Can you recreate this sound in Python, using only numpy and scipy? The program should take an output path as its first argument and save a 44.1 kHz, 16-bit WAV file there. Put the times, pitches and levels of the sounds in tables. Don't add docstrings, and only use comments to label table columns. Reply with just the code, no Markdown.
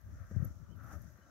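import sys
import numpy as np
from scipy import signal
from scipy.fft import rfft, irfft
from scipy.io import wavfile
from scipy.ndimage import uniform_filter1d

SR = 44100
rng = np.random.default_rng(int(sys.argv[2]) if len(sys.argv) > 2 else 0)


def materialize(psi):
    bounded = np.clip(np.atleast_2d(psi).T, -1, 1)
    quanta = np.round(bounded * 32767).astype(np.int16)
    wavfile.write(sys.argv[1], SR, quanta)


def makeup_ratio(level_db):
    decades = np.asarray(level_db, float) / 20
    return 10 ** decades


N = 57330

# time_s, level_db, hollowness_db, sharpness_db
DRAG = [(0, -74.5, -3, -4), (.1, -70, -1, -7), (.2, -64.5, 0, -3.5), (.3, -68, -4.2, -2),
        (.314, -65.5, 3, -1), (.34, -69, 0, 0.5), (.44, -62, 0, -4), (.5, -68.5, 1.5, -3.5),
        (.56, -73, 1.2, -18), (.63, -67.5, -5.5, -10.5), (.74, -70.5, -8, -20), (.8, -62.5, -3.5, -7.5),
        (.87, -57.5, -4, -10), (.935, -55, 1.5, -7), (.968, -61.5, 6.2, -9), (.99, -69, 3, -1.5),
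        (1.12, -70.5, -2, -1), (1.3, -67.5, 0, -4.5)]
# time_s, level_db, fineness_db
SAND = [(0.0, -86.5, 6.5), (0.148, -79.5, -2.5), (0.306, -79.5, -0.5), (0.31, -75, -3.5), (0.382, -80, 0),
        (0.444, -76.5, 1.5), (0.68, -83.5, -4.5), (0.716, -79, -3), (0.738, -87.5, 1.5), (0.854, -76, 2.5),
        (0.908, -76, 2.5), (0.93, -68.5, 0.5), (0.984, -79.5, 6), (1.1, -75.5, -1.5), (1.114, -80, -0.5),
        (1.3, -82.5, -5.5)]
# pitch_hz, width_hz, level_db, growth_db_per_db of drag, left_over_right_db
SOLE = [(1209.4, 140, -10, 0.53, 3), (1326, 255, 0.5, 1.3, 3.5), (769, 320, -12, 1.79, 0),
        (933, 210, -18, 0.27, 1)]
EDGE = [(1593, 194, -4, 0.84, 10), (1763, 330, -3.5, 1, 14.5)]
HOLLOW = [(280, 101, -6.5, 0.71, 0), (592.5, 159, -5.5, 0.78, 1.5)]
GRIT = [(6080, 1660, 1, 1.13, 2), (3350, 560, -20.5, 1.24, 0.5)]
DUST = [(12230, 1500, -10, 0.81, 3), (13500, 7000, -5.5, 1.14, -5)]
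# start_s, peak_db, left_over_right_db, hardness_db_per_octave, ring_length (0-2)
HEELS = [
    (0.3109, -40, 3.5, 0, 0.72),
    (0.3612, -39, 11.5, -2, .45),
    (0.411, -56.5, 5, 9, 0.87),
    (0.441, -44.5, 11, 1.5, .8),
    (0.504, -54.5, 4, -11, 0.38),
    (0.901, -48.5, -5, 5, 0.3),
    (0.931, -48.5, 8, 3.5, 1),
    (1.186, -56, 6.5, 1.5, 0.72),
]
# pitch_hz, level_db, t60_s
GROUND = [(199, 6, 0.061), (299, -1.5, 0.042), (518, -6.5, 0.059), (1770, -30, 0.06)]
# start_s, length_s, pitch_hz, peak_db, left_over_right_db
SQUEAKS = [(.2523, .002, 12100, -68, -8), (.2668, .004, 12000, -65, -9), (.298, .005, 12100, -72, -8),
           (.4225, .007, 12050, -67, 2), (.4437, .0092, 11935, -45, -6), (.465, .004, 12000, -63, 2),
           (.4705, .003, 12350, -60, 2), (.474, .005, 11950, -64, 3), (.756, .024, 12500, -74, -8),
           (.834, .011, 12000, -67, -9), (.872, .005, 12600, -71, 0), (1.0165, .004, 12600, -62, 0),
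           (1.116, .012, 12550, -70, 0), (1.172, .006, 12500, -71, -6)]
# time_s, peak_db, pitch_hz, left_over_right_db
TICKS = [(.0149, -63, 12500, 6), (.2525, -66, 13000, -8), (.268, -62, 12500, -8), (.312, -62, 6500, 2),
         (.914, -62, 12800, -4), (.931, -54, 13000, -2), (.945, -60, 12200, -3), (.957, -64, 13500, 0),
         (1.0185, -56, 13200, -2), (1.0255, -56, 12800, 0), (1.0455, -59, 13800, -1),
         (1.162, -69, 13500, -4), (1.197, -70, 12500, -3)]
# middle_s, peak_db, pitch_hz, length (0-2)
EDDIES_LEFT = [(.045, -40, 76, 0.65), (.065, -41, 81, 1), (.086, -41, 81.5, 0.96), (.132, -36.5, 85, 0.69),
               (.156, -43.5, 70, 1), (.211, -35, 95, 0.93), (.324, -36.5, 87, 1), (.349, -32.5, 103, 0.75),
               (.369, -19.5, 102.8, 0.64), (.386, -30.5, 66.7, 1), (.404, -23, 97, 0.42),
               (.428, -23, 142, 0.54), (.458, -30.5, 113, 0.77), (.476, -34, 96, 0.58),
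               (.51, -34.5, 84.5, 0.59), (.567, -41.5, 83, 0.65), (.626, -40, 117, 1),
               (.677, -45.5, 83, 0.97), (.705, -45, 76, 1), (.768, -41, 72, 0.47), (.816, -43, 91, 0.65),
               (.845, -40.5, 116, 0.99), (.881, -40, 74.5, 1), (.929, -36.5, 79, 0.69),
               (.964, -34.5, 81.5, 1), (1.006, -39.5, 115, 0.67), (1.045, -43, 90, 1),
               (1.079, -43.5, 106, 0.4), (1.15, -66, 79, .95), (1.225, -53.5, 85.6, 1),
               (.266, -46.5, 59.7, 0.86), (.008, -53.5, 59, 1), (1.024, -48, 62, 0.55),
               (.6, -46, 65.5, 0.49)]
# middle_s, peak_db, pitch_hz
EDDIES_RIGHT = [(.079, -46.5, 99), (.111, -51, 104), (.144, -45, 92), (.17, -43, 76), (.243, -43, 99),
                (.273, -51, 75), (.33, -46, 103), (.377, -47.5, 95), (.414, -45, 76), (.439, -53, 90),
                (.475, -39.5, 96), (.518, -50, 90), (.87, -72, 70), (1.05, -64, 80.5), (1.15, -64, 69.5)]
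# time_s, left_db, right_db
BREEZE = [(0, -64.5, -79), (.08, -53, -57), (.28, -57.5, -66), (.33, -50, -60), (.42, -42.5, -68),
          (.52, -51, -55), (.56, -51.5, -60), (.72, -53.5, -69), (.8, -53.5, -68), (.93, -50, -60.5),
          (1.075, -52.5, -68), (1.1, -60.5, -74.5), (1.3, -62, -65)]
# middle_s, length_s, top_hz, peak_db, left_over_right_db
CHIRPS = [
    (.727, .09, 3055, -79, -15),
    (1.236, .07, 3020, -84, 4),
    (1.19, .04, 4200, -89, -8),
    (1.236, .035, 4020, -90, -8),
    (1.268, .04, 3950, -89, -8),
    (1.296, .03, 3880, -87, -8),
]
# pitch_hz, density_db_per_hz
AIR = [(150, -33), (250, -11), (450, -28.5), (1000, -16), (2400, -29.5), (4500, -32), (9000, -40),
       (15800, -32)]

TIME_S = np.arange(N) / SR
USUAL_DRAG_DB = -64


def unit(x):
    return x / np.sqrt(np.mean(x ** 2))


def peak_one(x):
    return x / np.abs(x).max(axis=1, keepdims=True)


def ring(x, hz, width_hz):
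    b, a = signal.iirpeak(min(hz, .45 * SR), hz / width_hz, fs=SR)
    once = signal.lfilter(b, a, x)
    return signal.lfilter(b, a, once)


def walk(rate_hz):
    k = int(SR / rate_hz)
    held = np.repeat(rng.standard_normal(N // k + 1), k)
    return 3.0 * uniform_filter1d(uniform_filter1d(held, k), k)[:N]


def curve(table, index):
    rows = np.array(table)
    return np.interp(TIME_S, rows[:, 0], rows[:, index])


def sides(pan_db):
    return makeup_ratio(np.array([[pan_db / 2], [-pan_db / 2]]))


def grains():
    grains_per_s, spread_db = 8000, 1.4
    size = makeup_ratio(spread_db * rng.exponential(size=N)) * rng.standard_normal(N)
    return unit(size * (rng.random(N) < grains_per_s / SR))


def rubbed(body, drag_db):
    alike_below_hz, flicker_db = 1750, .5
    out, shared, own = 0, grains(), grains()
    for hz, width_hz, db, growth, pan_db in body:
        like = np.exp(-(hz / alike_below_hz) ** 2)
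        pair = np.sqrt(1 + like) * shared + np.sqrt(1 - like) * own * np.array([[1], [-1]])
        level_db = db + USUAL_DRAG_DB + growth * (drag_db - USUAL_DRAG_DB)
        gain = makeup_ratio(level_db + flicker_db * walk(25.6))
        out = out + gain * sides(pan_db) * unit(ring(pair, hz, width_hz))
    return out


def scuffs():
    drag, hollowness, sharp = [curve(DRAG, index=i) for i in (1, 2, 3)]
    sand, fine = curve(SAND, index=1) + 14, curve(SAND, index=2)
    soles = makeup_ratio(-4.0) * rubbed(SOLE, drag) + makeup_ratio(sharp - 3.5) * rubbed(EDGE, drag)
    hollow = makeup_ratio(hollowness) * rubbed(HOLLOW, drag)
    loose = rubbed(GRIT, sand) + makeup_ratio(fine) * rubbed(DUST, sand)
    return soles + hollow + makeup_ratio(-12) * loose


def heels():
    contact_s, detune = 0.0017, 0.047
    out, chances = 0, rng.standard_normal((len(HEELS), len(GROUND)))
    for (s, db, pan_db, hard_db, ringing), chance in zip(HEELS, chances):
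        t = np.maximum(TIME_S - s, 0)
        onset = 1 - np.exp(-(t / contact_s) ** 2)
        for (hz, mode_db, t60), c in zip(GROUND, chance):
            level_db = db + mode_db + hard_db * np.log2(hz / GROUND[1][0])
            fading = makeup_ratio(level_db - 60 * t / (t60 * max(ringing, .2)))
            tone = np.sin(2 * np.pi * hz * (1 + detune * c) * t)
            out = out + fading * tone * onset * sides(pan_db)
    return out


def squeaks():
    rise_s, t60_s, far_db = .0016, .008, -5
    out, rough = 0, makeup_ratio(2 * walk(590))
    lag_turns = np.array([[.24], [0]])
    under = makeup_ratio(-21) * unit(ring(rng.standard_normal((2, N)), hz=6360, width_hz=740))
    for s, length, hz, db, pan_db in SQUEAKS:
        tail_db = -60 * np.maximum(TIME_S - s - length, 0) / t60_s
        shape = np.clip((TIME_S - s) / rise_s, 0, 1) ** 2
        note = np.sin(2 * np.pi * (hz * TIME_S - lag_turns)) + under
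        out = out + makeup_ratio(db + far_db + tail_db) * shape * rough * note * sides(pan_db)
    return out


def ticks():
    width_hz, burst_s, near_db = 6000, .00025, 0.5
    low_hz, low_db = 6300, -8 + 3.5
    out, noise = 0, rng.standard_normal((2, N))
    for s, db, hz, pan_db in TICKS:
        burst = noise * np.exp(-np.abs(TIME_S - s) / burst_s)
        high = peak_one(ring(burst, hz, width_hz))
        low = peak_one(ring(burst, low_hz, width_hz / 3))
        out = out + makeup_ratio(db + near_db) * (high + makeup_ratio(low_db) * low) * sides(pan_db)
    return out


def flutter(breeze_db):
    noise = rng.standard_normal((2, N))
    usual_db, growth = -51.5, .4
    flicker_db = 1.5 * walk(30.12)
    low = unit(ring(noise[0], hz=90, width_hz=80.4))
    high = unit(ring(noise[1], hz=185.7, width_hz=91))
    high_db = -11.5 + growth * (breeze_db - usual_db)
    return makeup_ratio(breeze_db + flicker_db) * (low + makeup_ratio(high_db) * high)


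def wind(eddies, index):
    rise_cycles, fall_cycles, glide = 1, 1.9, -0.13
    overtone_ratio, overtone_db = 2.01, -15.5
    out = flutter(curve(BREEZE, index=index))
    for (s, db, hz, *length), turn in zip(eddies, rng.random((len(eddies), 2))):
        cycles = (TIME_S - s) * hz
        stretch = max(length[0], .3) if length else 1
        span = np.where(cycles < 0, rise_cycles, fall_cycles) * stretch
        shape = np.exp(-(cycles / span) ** 2)
        cycles = cycles + glide * cycles ** 2 / 2
        swing = np.cos(2 * np.pi * (cycles + turn[0]))
        overtone = makeup_ratio(overtone_db) * shape * np.cos(2 * np.pi * (overtone_ratio * cycles + turn[1]))
        out = out + makeup_ratio(db) * shape * (swing + overtone)
    return out


def bird():
    arch_hz, skew, peaked = 400, .3, 2.4
    out, wobble_hz, rough_db = 0, 12 * walk(160), 1.5 * walk(150)
    for s, length, hz, db, pan_db in CHIRPS:
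        u = np.clip((TIME_S - s) / (length / 2), -1, 1)
        arch = arch_hz * (1 + skew * u) * (u * length / CHIRPS[0][1]) ** 2
        phase = np.cumsum(hz + wobble_hz - arch) / SR
        swell = (1 - u ** 2) * np.exp(-peaked * np.abs(u) ** 1.5 / 2)
        out = out + makeup_ratio(db + rough_db) * swell * np.sin(2 * np.pi * phase) * sides(pan_db)
    return out


def air():
    rows, hz = np.array(AIR), np.arange(N // 2 + 1) * SR / N + 1
    colour = makeup_ratio(np.interp(np.log(hz), np.log(rows[:, 0]), rows[:, 1]))
    hiss = irfft(rfft(rng.standard_normal((2, N))) * colour, N)
    return makeup_ratio(-74.5) * unit(hiss)


def scene():
    breeze = np.array([wind(EDDIES_LEFT, index=1), wind(EDDIES_RIGHT, index=2)])
    steps = scuffs() + heels() + squeaks() + ticks()
    return breeze + steps + bird() + air()


def band_limit(x):
    return signal.sosfilt(signal.butter(12, 16410, fs=SR, output="sos"), x)


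def record(dry):
    bass_cut = signal.butter(2, 51, "high", fs=SR, output="sos")
    treble_cut = signal.ellip(10, .2, 60, 15740, fs=SR, output="sos")
    mix = signal.sosfilt(treble_cut, signal.sosfilt(bass_cut, dry))
    return band_limit(mix)


dry = scene()
out = record(dry)
materialize(out)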